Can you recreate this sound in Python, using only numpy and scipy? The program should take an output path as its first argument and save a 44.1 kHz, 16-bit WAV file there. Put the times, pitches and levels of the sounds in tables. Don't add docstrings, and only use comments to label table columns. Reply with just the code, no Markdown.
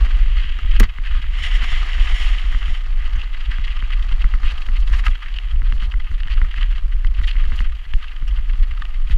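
import sys
import numpy as np
from scipy import signal
from scipy.fft import rfft, irfft, next_fast_len
from scipy.io import wavfile
from scipy.ndimage import uniform_filter1d

SR = 44100
rng = np.random.default_rng(int(sys.argv[2]) if len(sys.argv) > 2 else 0)


def master(y):
    cut = np.clip(np.atleast_2d(y).T, -1, 1)
    pcm = np.round(cut * 32767)
    wavfile.write(sys.argv[1], SR, pcm.astype(np.int16))


N = 404397
TIME = np.arange(N) / SR
USUAL_GRIT_DB = -48

# time_s, tread_db, grit_db
TYRE_LEVELS = [(0.0, -41.5, -39.5), (0.77, -61, -37.5), (0.88, -53.5, -45.5), (1.3, -51, -39.5),
               (1.6, -43.5, -32), (2.1, -42, -38), (2.27, -43.5, -35.5), (2.87, -49, -47),
               (3.65, -52.5, -40), (4.05, -47.5, -46), (4.5, -45, -44), (4.75, -47.5, -50.5),
               (5.15, -53, -43.5), (5.48, -52, -44), (5.62, -54, -52), (5.8, -53, -48.5), (5.9, -52.5, -52),
               (6.25, -54.5, -48), (6.65, -53, -41.5), (6.87, -53.5, -52), (7.2, -54, -49),
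               (7.52, -48.5, -42), (7.74, -56, -49.5), (7.88, -58, -47), (8.1, -54.5, -49),
               (9.17, -52.5, -48.5)]
# pitch_hz, relative_db
TREAD_TONE = [(110, -14), (200, -1.5), (300, -3.5), (600, -7.5), (850, -1.5), (1150, -1.5), (1600, -1.5),
              (2100, -6.5), (2800, -17), (4500, -12), (9000, -36.5)]
def tread(tread_db, gain_db=1.6, lumpy_db=3.0):
    loudness = from_db(tread_db + gain_db + lumpy_db * drift(rate_hz=69))
    return coloured(loudness * grains(per_s=3500, spread_db=4.0), TREAD_TONE)


# pitch_hz, relative_db
GRIT_TONE = [(700, -10.5), (1400, -2), (1900, 4), (2500, 5), (3200, 3.5), (3650, -5.5), (4500, -13.5),
             (5500, -21.5), (7200, -24.5), (8100, -34.5), (10000, -38), (12000, -41), (15500, -35)]
def grit(grit_db, gain_db=-1.77, lumpy_db=2.0, reference_db=-44):
    flow = from_db(grit_db - reference_db)
    spurts_db = lumpy_db * np.minimum(flow ** -0.057, 1.5) * drift(rate_hz=28)
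    spray = grains(per_s=4500 * flow, spread_db=3.5) * from_db(grit_db + gain_db + spurts_db)
    return coloured(spray, GRIT_TONE)


# peak_s, crisp_db, dull_db, half_length_s
CRUST_PATCHES = [(0.370, -38, -36, 0.0031), (0.402, -37, -48, 0.004), (0.43, -39, -42, 0.046),
                 (0.521, -40, -48, 0.0033), (0.758, -35.5, -39, 0.02), (1.08, -41.5, -47, 0.016),
                 (1.115, -39, -34, 0.0081), (1.165, -39, -38.5, 0.021), (2.076, -33, -30.5, 0.0059),
                 (2.22, -30, -45, 0.0087), (2.275, -29.5, -42, 0.011), (2.628, -44, -35, 0.011),
                 (3.02, -43, -41.5, 0.023), (3.135, -39, -41, 0.0059), (3.165, -44, -38.5, 0.015),
                 (3.217, -33, -46, 0.0037), (3.347, -37, -35, 0.0033), (3.409, -36, -38, 0.0068),
                 (3.457, -36, -50, 0.0032), (3.516, -31.5, -34, 0.0049), (3.535, -39.5, -36, 0.018),
                 (3.648, -31, -37.5, 0.0085), (3.680, -38, -35.5, 0.0066), (3.72, -37, -42, 0.011),
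                 (3.771, -33.5, -34.5, 0.0044), (3.794, -45, -43, 0.0039), (3.907, -35, -31.5, 0.0033),
                 (3.928, -31.5, -33.5, 0.007), (3.970, -50, -44, 0.0034), (4.027, -32, -44, 0.0025),
                 (4.122, -36, -47, 0.0058), (4.485, -34.5, -39.5, 0.028), (4.511, -35, -40, 0.0053),
                 (4.581, -34, -43, 0.0039), (4.621, -31, -37, 0.0039), (4.770, -40, -40, 0.0072),
                 (5.133, -53, -36, 0.0016), (5.154, -33.5, -35.5, 0.0039), (5.229, -35, -32, 0.0063),
                 (5.261, -45, -40, 0.011), (5.287, -37, -39, 0.003), (5.341, -33, -50, 0.0021),
                 (5.365, -32.5, -47, 0.0037), (5.514, -40, -41.5, 0.0063), (5.78, -40.5, -51, 0.0054),
                 (5.842, -44, -51, 0.012), (6.003, -38.5, -36, 0.0039), (6.02, -43, -51, 0.0035),
                 (6.145, -39, -41, 0.0034), (6.205, -33, -37, 0.003), (6.274, -35, -33, 0.0028),
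                 (6.309, -34, -40, 0.0081), (6.334, -33, -41, 0.008), (6.378, -40, -34, 0.006),
                 (6.450, -63, -36.5, 0.0071), (6.515, -35, -36, 0.004), (6.58, -37, -36.5, 0.01),
                 (6.612, -31, -34.5, 0.0033), (6.630, -38, -31.5, 0.0086), (6.727, -52, -39, 0.0072),
                 (6.783, -39, -41, 0.0082), (6.925, -43, -40.5, 0.0074), (7.070, -34, -53, 0.0021),
                 (7.149, -39.5, -45, 0.0041), (7.18, -40, -48, 0.0024), (7.242, -31, -32, 0.0051),
                 (7.278, -29, -35, 0.0048), (7.292, -28, -38, 0.0069), (7.311, -27.5, -37, 0.0037),
                 (7.366, -40, -35, 0.003), (7.400, -39, -39, 0.012), (7.651, -39, -38.5, 0.01),
                 (7.755, -38, -54, 0.0029), (8.043, -47, -34, 0.002), (8.081, -43, -52, 0.011),
                 (8.285, -43, -51, 0.011), (8.497, -40, -36, 0.005), (8.714, -39, -39.5, 0.006),
                 (8.776, -38, -36, 0.0025), (8.823, -33, -30, 0.0021), (9.119, -37.5, -36.5, 0.013)]
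# pitch_hz, relative_db
CRISP_TONE = [(1200, -9), (2000, -26), (2500, 8), (3150, 7.5), (3700, -1.5), (4600, -3.5), (6000, -18),
              (9000, -29), (15000, -49)]
DULL_TONE = [(500, -37), (850, -7.5), (1200, -4), (1800, 0), (2200, 0.5), (2800, -16), (6000, -33.5)]
def crunches(patches, crisp_hz=2910, dull_hz=1656, spread_octaves=0.33):
    cracks = [grains(per_s=6000, spread_db=4.5), grains(per_s=5000, spread_db=4.5)]
    octaves = spread_octaves * rng.standard_normal((len(patches), 2))
    pitches = np.array([crisp_hz, dull_hz]) * 2 ** octaves
    crisp, dull = np.zeros((2, N))
    for (peak_s, crisp_db, dull_db, half_s), pitch_pair in zip(patches, pitches):
        near = slice(max(int((peak_s - 2 * half_s) * SR), 0), int((peak_s + np.pi * half_s) * SR))
        age = TIME[near] - peak_s
        width_s = half_s * np.where(age < 0, 0.93, 1)
        swell = np.exp(-.5 * (age / width_s) ** 2)
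        levels_db = (crisp_db - 4.5, dull_db - 4.0)
        for layer, snaps, hz, db in zip((crisp, dull), cracks, pitch_pair, levels_db):
            burst = swell * snaps[near]
            burst += from_db(1.5) * resonance(burst, hz, width_hz=450)
            layer[near] += from_db(db) * np.sqrt(np.mean(swell ** 2)) * rms_one(burst)
    return coloured(crisp, CRISP_TONE) + coloured(dull, DULL_TONE)


def crumbles(grit_db, spread_db=1.56, usual_half_s=0.0038):
    peak_s, crisp, dull, length = scattered(per_s=11, draws=3)
    lift_db = 0.46 * (np.interp(peak_s, TIME, grit_db) - USUAL_GRIT_DB)
    crisp_db = -41.5 + lift_db + spread_db * crisp
    dull_db = -42.5 + lift_db + spread_db * dull
    return np.transpose([peak_s, crisp_db, dull_db, usual_half_s * 2.1 ** length])


def pebbles(grit_db, per_s=20, gain_db=5.5, decay_s=0.0033):
    sizes = from_db(np.minimum(grit_db, -47) + gain_db)
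    snaps = sizes * (rng.random(N) < per_s / SR)
    fades = signal.lfilter([1], [1, -np.exp(-1 / (decay_s * SR))], snaps + 1e-18)
    return coloured(fades * grains(per_s=12000, spread_db=2.0), GRIT_TONE)


# peak_s, level_db, half_length_s
HISS_PUFFS = [(0.833, -41, 0.0078), (1.16, -58.5, 0.025), (1.445, -54, 0.02), (1.555, -47.5, 0.012),
              (1.642, -49, 0.015), (1.735, -52.5, 0.018), (2.23, -47, 0.06), (3.05, -62, 0.05),
              (4.474, -53.5, 0.023), (4.62, -55, 0.008), (4.665, -55, 0.008), (4.806, -50, 0.0087),
              (4.89, -54, 0.02), (4.935, -48.5, 0.008), (4.967, -50.5, 0.017), (4.996, -49, 0.0088),
              (5.062, -42, 0.0088), (5.102, -53, 0.014), (5.75, -55, 0.018), (5.842, -53, 0.016),
              (6.125, -58, 0.015), (6.306, -59.5, 0.012), (6.446, -58, 0.012), (6.623, -62, 0.013),
              (7.232, -52, 0.011), (7.28, -47.5, 0.012), (7.484, -57, 0.008), (7.537, -58, 0.008),
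              (7.564, -48.5, 0.0072), (7.603, -47.5, 0.011), (7.96, -56, 0.02), (8.58, -61, 0.02),
              (9.113, -53.5, 0.018)]
# pitch_hz, relative_db
PUFF_TONE = [(2500, 3), (4500, 5), (5600, 0.5), (6800, -4), (8200, -11), (10500, -12.5), (12500, -12.5),
             (15000, -19)]
def hiss_puffs(gain_db=1.5):
    flow = sum(from_db(db + gain_db) * swell_at(peak_s, half_s) for peak_s, db, half_s in HISS_PUFFS)
    return coloured(flow * grains(per_s=4000, spread_db=5.0), PUFF_TONE)


# pitch_hz, relative_db
SPARKLE_TONE = [(3000, 5), (4500, 0), (7000, -9.5), (10000, -9), (15000, -12.5)]
def ice_sparkle(tread_db, gain_db=-22.5, patchy_db=0.5):
    loudness = from_db(tread_db + gain_db + patchy_db * drift(rate_hz=13))
    return coloured(loudness * grains(per_s=200, spread_db=10.0), SPARKLE_TONE)


# start_s, clink_db, clack_db
HARD_TAPS = [(0.2595, -37, -34), (0.7194, -27, -41), (0.7986, -24, -25), (0.803, -28, -19),
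             (0.8125, -23, -25), (0.8398, -24, -25), (1.142, -42, -27), (1.933, -18, -30),
             (1.981, -42, -22), (2.0253, -23, -38), (2.0756, -22, -27), (2.3853, -18, -37),
             (2.4391, -31, -28), (2.5266, -38, -24), (2.629, -23.5, -32), (3.2177, -23.5, -42),
             (3.3377, -27, -40), (3.3459, -39, -40), (3.6465, -26, -36), (3.6795, -23, -32),
             (3.792, -29, -38), (3.9054, -25, -32), (4.0255, -29, -42), (4.2116, -35, -40),
             (4.6205, -32, -40), (4.9367, -32, -20), (5.0396, -38, -24), (5.0695, -20, -30),
             (5.2607, -36, -29), (5.364, -31, -42), (5.3866, -15.5, -24.5), (5.7248, -25, -41),
             (5.9202, -26, -41), (6.2336, -23, -29), (6.283, -33, -24), (6.5418, -39, -21),
             (6.6298, -19.5, -32), (6.7262, -29, -38), (6.7819, -26, -37), (7.2803, -22, -35),
             (7.3142, -21, -33), (7.4405, -42, -25), (7.5906, -19.5, -27), (7.9362, -28, -20.5),
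             (7.9374, -19.5, -31), (8.0828, -26, -44), (8.822, -38, -22), (8.8242, -37, -34),
             (8.8537, -25, -35)]
# pitch_hz, relative_db
CLINK_TONE = [(1200, -28.5), (2000, -9.5), (2500, 2.5), (2890, 12), (3300, -0.5), (3900, -9.5), (4800, -19),
              (7000, -36), (12000, -54)]
CLACK_TONE = [(900, -11.5), (1350, -4), (1850, 7), (2200, -9), (2900, -13), (6000, -36.5), (12000, -60)]
def taps(grit_db, spread_db=0.5):
    light_s, clink, clack = scattered(per_s=16, draws=2)
    lift_db = 0.56 * (np.interp(light_s, TIME, grit_db) - USUAL_GRIT_DB)
    light_taps = zip(light_s, -39 + lift_db + spread_db * clink, -40.5 + lift_db + spread_db * clack)
    start_s, clink_db, clack_db = np.transpose([*HARD_TAPS, *light_taps])
    clinks = coloured(clicks_at(start_s, clink_db + 13.0), CLINK_TONE)
    clacks = coloured(clicks_at(start_s, clack_db + 13.5), CLACK_TONE)
    return clinks + clacks


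# peak_s, level_db, rise_s, decay_s, crack_relative_db, low_ring_db
HARD_HITS = [(0.588, -29.5, 0.00074, 0.0043, -26, -23), (0.7981, -17, 0.0004, 0.0105, 7, -9),
             (0.806, -37, 0.00081, 0.007, -9, 7.5), (0.838, -25, 0.0049, 0.011, -24, -10),
             (1.646, -25, 0.017, 0.0036, -26, -21), (4.94, -29, 0.015, 0.017, -22, -40),
             (4.994, -26.5, 0.0055, 0.0065, -20, -28), (5.064, -28, 0.015, 0.0075, -14, -37),
             (5.0669, -19, 0.0017, 0.0021, -37, -22), (5.082, -25, 0.00077, 0.0027, -34, -34)]
# pitch_hz, relative_db
CHATTER_TONE = [(200, -17), (550, -26), (750, -3), (1000, 1.5), (1450, 0), (2000, 5), (3000, -3),
                (5000, -13.5), (9000, -36), (15000, -59)]
CRACK_TONE = [(1500, -85), (3500, 12.5), (6000, 13), (9000, 7), (12000, 11.5), (15000, 12)]
# pitch_hz, level_db, ring_s
HIT_NOTES = [(83, -18, 0.25), (118, -24, 0.13), (218.5, -14, 0.077), (312, -20.5, 0.042),
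             (420, -28.5, 0.14)]
def strikes(crack_gain_db=-7.0, bluntness=1.04):
    body, edge = np.zeros((2, N))
    for peak_s, db, rise_s, decay_s, crack_db, _ in HARD_HITS:
        near = slice(int((peak_s - .1) * SR), int((peak_s + .2) * SR))
        age = TIME[near] - peak_s
        force = np.exp(-(np.abs(age) / np.where(age < 0, rise_s, decay_s)) ** bluntness)
        body[near] += from_db(db) * force
        edge[near] += from_db(db + crack_db + crack_gain_db) * force ** (1 / 0.38)
    peak_s, *_, low_ring_db = np.transpose(HARD_HITS)
    low_ring = sum(ring(clicks_at(peak_s, low_ring_db), *note) for note in HIT_NOTES)
    chatter = coloured(body * rng.choice([-1, 1], N), CHATTER_TONE)
    crack = coloured(edge * rng.standard_normal(N), CRACK_TONE)
    return chatter + crack - low_ring


# start_s, level_db
FRAME_BLOWS = [(0.589, -38), (5.0658, -23.5)]
# pitch_hz, level_db, ring_s
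FRAME_NOTES = [(717, -16, 0.18), (1247, 3, 0.066), (1400, 4, 0.037), (1650, 3, 0.06)]
def clanks():
    blows = clicks_at(*np.transpose(FRAME_BLOWS))
    return sum((-1) ** k * ring(blows, *note) for k, note in enumerate(FRAME_NOTES))


# start_s, pitch_hz, level_db
STONE_PINGS = [(3.158, 6260, -50), (8.279, 5350, -45)]
def pings(decay_s=0.0078):
    sound = 0
    for start_s, hz, db in STONE_PINGS:
        fade = (TIME >= start_s) * np.exp(-np.abs(TIME - start_s) / decay_s)
        sound += from_db(db) * fade * rms_one(resonance(rng.standard_normal(N), hz, width_hz=540))
    return sound


# time_s, level_db
BRAKE_DRAG = [(1.3, -56), (1.385, -36.5), (1.44, -30.5), (1.51, -36), (1.555, -30), (1.6, -49), (1.65, -35),
              (1.69, -34), (1.74, -31.5), (1.84, -38.5), (2.0, -38), (2.25, -32.5), (2.42, -41.5),
              (2.76, -41.5), (2.88, -53)]
# pitch_hz, width_hz, relative_db
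DISC_BANDS = [(718, 72, -8), (1210, 210, -15), (2020, 540, 2.5), (2950, 620, 1.5), (5400, 280, -13),
              (6160, 240, -29), (6770, 630, -18.5), (9100, 570, -25), (9540, 570, -31), (11900, 1200, -44)]
def brake(fade_db_per_s=600, chatter_db=2.0):
    drag_db, = in_time(BRAKE_DRAG)
    outside_s = np.abs(TIME - np.clip(TIME, BRAKE_DRAG[0][0], BRAKE_DRAG[-1][0]))
    friction = grains(per_s=14000, spread_db=-0.5) * from_db(chatter_db * drift(rate_hz=27))
    sizzle = sum(from_db(db) * resonance(resonance(friction, hz, width_hz), hz, width_hz)
                 for hz, width_hz, db in DISC_BANDS)
    return from_db(drag_db - fade_db_per_s * outside_s) * rms_one(sizzle)


# knock_s, mount_thud_db, mount_tick_db, tyre_crunch_db
TRACK_BUMPS = [(0.0661, -40, -24, -48), (0.164, -42, -30, -52), (0.2602, -40, -29, -49),
               (0.4413, -39, -27, -50), (0.6475, -39.5, -28, -52), (0.737, -38, -24, -32),
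               (0.8315, -40, -12.5, -55), (0.9853, -41.5, -21.5, -58), (1.242, -45, -26, -50),
               (1.6252, -39.5, -18.5, -42), (1.7197, -43, -21, -35), (2.4396, -42, -32, -35),
               (2.5477, -36.5, -20, -48), (2.6815, -39.5, -23.5, -36), (3.153, -38.5, -34, -55),
               (3.487, -38, -36, -55), (3.5846, -36.5, -23.5, -45), (3.825, -37, -19.5, -36.5),
               (4.1141, -39, -26, -35), (4.243, -33.5, -17, -31.5), (4.339, -35, -17.5, -41),
               (4.4333, -38.5, -23, -55), (4.6878, -36.5, -21, -37), (4.9003, -41, -26, -33),
               (5.083, -33.5, -35, -47), (5.535, -38, -34, -55), (5.6197, -37.5, -24.5, -60),
               (5.7236, -34, -18.5, -48), (5.8243, -38.5, -24, -37.5), (5.94, -39.5, -20.5, -38),
               (6.1146, -38, -28, -48), (6.4164, -33.5, -16, -55), (6.5834, -41.5, -24, -45),
               (7.0473, -36, -19.5, -60), (7.215, -41, -25, -60), (7.355, -42.5, -28, -56),
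               (7.5205, -36, -20.5, -48), (7.6053, -34.5, -17, -39), (7.937, -37, -26, -46),
               (8.224, -37.5, -31, -55), (8.3865, -41, -29, -38.5), (9.0984, -35, -27, -40)]
# pitch_hz, relative_db
TICK_TONE = [(300, -6.5), (720, -16), (950, -4), (1350, 4), (1750, 1), (2050, 7.5), (2450, -9.5),
             (3000, -6), (4000, -29.5), (7000, -44), (15000, -59)]
SNAP_TONE = [(2000, 3), (3000, 6), (4500, -7), (7000, -24), (15000, -44)]
# pitch_hz, level_db, ring_s
SWAY_NOTES = [(28.2, -8.5, 0.18), (52.5, -27.5, 0.3), (66, -31.5, 0.16)]
SHELL_NOTES = [(125, -66, 0.027), (215, -38.5, 0.086)]
def mount_knocks(wind_db, bounce_s=0.00142, bounce_db=-13, snap_db=-16.5, sway_lag_s=0.0027):
    knocks = [bump[:3] for bump in TRACK_BUMPS] + list(jolts(wind_db))
    knock_s, thud_db, tick_db = np.transpose(knocks)
    delay, hardness = rng.uniform(-0.84, 1, (len(knocks), 2)).T
    rebound_s = knock_s + bounce_s * (1 + .5 * delay)
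    contact_db = tick_db + 12.5
    ticks = clicks_at(knock_s, contact_db) + clicks_at(rebound_s, contact_db + bounce_db)
    snaps = clicks_at(knock_s, contact_db + snap_db + 7.0 * hardness)
    padding = signal.butter(4, 310, fs=SR, output="sos")
    thuds = 0
    for notes, push_db in ((SWAY_NOTES, thud_db + 35), (SHELL_NOTES, (thud_db + tick_db) / 2 + 28)):
        shove = signal.sosfilt(padding, clicks_at(knock_s + sway_lag_s, push_db) + 1e-18)
        thuds += sum(ring(shove, *note) for note in notes)
    return coloured(ticks, TICK_TONE) + coloured(snaps, SNAP_TONE) - thuds


def jolts(wind_db, spread_db=2.5):
    knock_s, thud, tick = scattered(per_s=2.2, draws=2)
    rumble_db = np.interp(knock_s, TIME, wind_db)
    return zip(knock_s, rumble_db - 28 - spread_db * thud, rumble_db - 18.5 - spread_db * tick)


def bump_crunches(lead_s=0.023, half_s=0.0047):
    return [(knock_s - lead_s, db, db - 4.5, half_s) for knock_s, _, _, db in TRACK_BUMPS]


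def tyre_skips(dip_db=1, lag_s=0.052, hard_thud_db=-35):
    lifts = [from_db(min(thud_db - hard_thud_db, 0)) * swell_at(knock_s + lag_s, half_s=0.022)
             for knock_s, thud_db, _, _ in TRACK_BUMPS]
    return dip_db * np.max(lifts, axis=0)


# time_s, level_db
WIND_LEVELS = [(0.0, -12), (0.45, -15), (0.58, -20), (0.8, -8.5), (0.94, -22), (1.1, -13.5), (2.1, -15.5),
               (3.05, -15.5), (4.55, -17.5), (4.95, -12.5), (5.2, -27.5), (5.46, -18.5), (5.6, -13.5),
               (6.3, -17), (7.62, -13.5), (7.8, -22), (8.18, -21.5), (8.45, -15), (8.85, -16.5)]
# pitch_hz, relative_db
RUMBLE_TONE = [(10, -12.5), (16, 3.5), (26, 1), (36, 0), (48, -8.5), (62, -18), (80, -35), (105, -45),
               (170, -51), (250, -56.5), (320, -59.5), (700, -67.5)]
RUSH_TONE = [(300, 9), (2000, 1.5), (6000, -4.5), (11000, -5), (14500, -7.5), (16000, -10)]
def headwind(rumble_db, smoothing_s=0.078, rush_db=-66):
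    swirls = coloured(rng.standard_normal(N), RUMBLE_TONE)
    power = np.abs(signal.hilbert(swirls)) ** 2 / 2
    strength = np.sqrt(uniform_filter1d(power, int(smoothing_s * SR)))
    rumble = from_db(rumble_db) * swirls / strength
    return rumble + from_db(rush_db) * coloured(rng.standard_normal(N), RUSH_TONE)


# peak_s, level_db
WIND_BUFFETS = [(0.76, -22), (0.83, -8.5), (2.0, -7.5), (2.13, -9.5), (2.49, -12), (3.18, -16.5),
                (4.46, -13), (4.81, -9.5), (4.95, -8.5), (5.095, -14), (6.38, -12.5), (7.96, -13.5),
                (8.255, -17), (8.615, -9), (8.975, -14.5), (9.14, -8.5)]
# middle_s, depth_db
WIND_LULLS = [(0.625, 3), (0.94, 8.5), (1.21, 6.5), (1.35, 6.5), (2.39, 0), (2.83, 1), (3.11, 6.5),
              (3.23, 10.5), (4.39, 25), (5.915, 11.5), (6.07, 4), (6.27, 10), (6.54, 3.5), (7.85, 2),
              (8.15, -1)]
def gusts(wind_db, swing_db=3.8, jerk_lag_s=0.013, jerk_db=21.5):
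    lull_db = sum(db * swell_at(middle_s, half_s=0.016) for middle_s, db in WIND_LULLS)
    wavering = from_db(wind_db - lull_db + swing_db * np.tanh(drift(rate_hz=10.8)))
    jerks = [(knock_s + jerk_lag_s, thud_db + jerk_db) for knock_s, thud_db, _, _ in TRACK_BUMPS]
    puffs = sum(from_db(db) * swell_at(peak_s, half_s=0.018) for peak_s, db in [*WIND_BUFFETS, *jerks])
    return 20 * np.log10(np.hypot(wavering, puffs))


# pitch_hz, width_hz, boost_db
CASE_BANDS = [(715, 10.3, 8.5), (1121, 37, 5.5), (1233, 60, 9.5), (1610, 160, 3), (1990, 224, 5.5),
              (2793, 420, 4.5), (3056, 120, 3.5), (3314, 58, 6), (3807, 74, 6.5), (4280, 113, 6),
              (4710, 110, 5), (5680, 250, 3.5), (6730, 580, 5.5), (7580, 140, 6), (9460, 810, 9)]
def through_case(sound):
    for hz, width_hz, boost_db in CASE_BANDS:
        sound = sound + (from_db(boost_db) - 1) * resonance(sound, hz, width_hz)
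    return sound


def from_db(db):
    return 10 ** (np.asarray(db) / 20)


def rms_one(sound):
    return sound / np.sqrt(np.mean(sound ** 2) + 1e-20)


def in_time(rows):
    time_s, *columns = np.transpose(rows)
    return [np.interp(TIME, time_s, column) for column in columns]


def swell_at(peak_s, half_s):
    return np.exp(-.5 * np.minimum(((TIME - peak_s) / half_s) ** 2, 20))


def drift(rate_hz):
    hz = np.arange(N // 2 + 1) * SR / N
    return rms_one(irfft(rfft(rng.standard_normal(N)) / (1 + (hz / rate_hz) ** 2), N))


def scattered(per_s, draws):
    count = int(per_s * N / SR)
    chance = rng.standard_normal((count, draws + 1))
    time_s = (np.arange(count) + .5 + .5 * chance[:, 0]) / per_s
    return np.clip(time_s, 0, TIME[-1]), *chance[:, 1:].T


def clicks_at(time_s, level_db):
    samples = np.clip(np.round(time_s * SR).astype(int), 0, N - 1)
    return np.bincount(samples, from_db(level_db), N)


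def grains(per_s, spread_db):
    sizes = rms_one(from_db(spread_db * np.minimum(rng.exponential(1, N), 4)))
    chance = np.clip(per_s / SR, 1e-4, 1)
    return sizes * rng.choice([-1, 1], N) * (rng.random(N) < chance) / np.sqrt(chance)


def coloured(sound, tone):
    size = 2 * next_fast_len(N // 2 + SR // 2)
    hz, db = np.transpose(tone)
    bins = np.maximum(np.arange(size // 2 + 1) * SR / size, 1)
    roll_off = np.minimum(bins / hz[0], 1) ** 2 * np.minimum(hz[-1] / bins, 1) ** 2
    gain = rms_one(roll_off * from_db(np.interp(np.log(bins), np.log(hz), db)))
    cepstrum = irfft(np.log(gain))[:size // 2]
    response = np.exp(2 * rfft(cepstrum, size) - cepstrum[0])
    return irfft(rfft(sound, size) * response)[:N]


def ring(clicks, hz, level_db, ring_s):
    fade = from_db(-60 / (ring_s * SR))
    turn = 2 * np.pi * hz / SR
    feedback = [1, -2 * fade * np.cos(turn), fade ** 2]
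    return from_db(level_db) * signal.lfilter([0, np.sin(turn)], feedback, clicks + 1e-18)


def resonance(sound, hz, width_hz):
    fade = np.exp(-np.pi * width_hz / SR)
    feedback = [1, -2 * fade * np.cos(2 * np.pi * hz / SR), fade ** 2]
    return signal.lfilter(np.array([1, 0, -1]) * (1 - fade ** 2) / 2, feedback, sound)


def scene(case_db=-4.5):
    wind_db, = in_time(WIND_LEVELS)
    tread_db, grit_db = in_time(TYRE_LEVELS) - tyre_skips()
    crust = crunches([*CRUST_PATCHES, *bump_crunches(), *crumbles(grit_db)])
    ground = tread(tread_db) + grit(grit_db) + crust + pebbles(grit_db) + ice_sparkle(tread_db)
    outside = from_db(case_db) * through_case(ground + hiss_puffs() + strikes())
    camera = headwind(gusts(wind_db)) + mount_knocks(wind_db)
    metal = brake() + taps(grit_db) + clanks() + pings()
    return (outside + metal + camera)[None, :]


def record(dry, low_cut_hz=6, ceiling=0.95, top_hz=16100):
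    dry = signal.sosfilt(signal.butter(1, low_cut_hz, "high", fs=SR, output="sos"), dry)
    rounded = dry / (1 + (dry / ceiling) ** 6) ** (1 / 6)
    return signal.sosfilt(signal.cheby2(14, 60, top_hz, fs=SR, output="sos"), rounded)


dry = scene()
out = record(dry)
master(out)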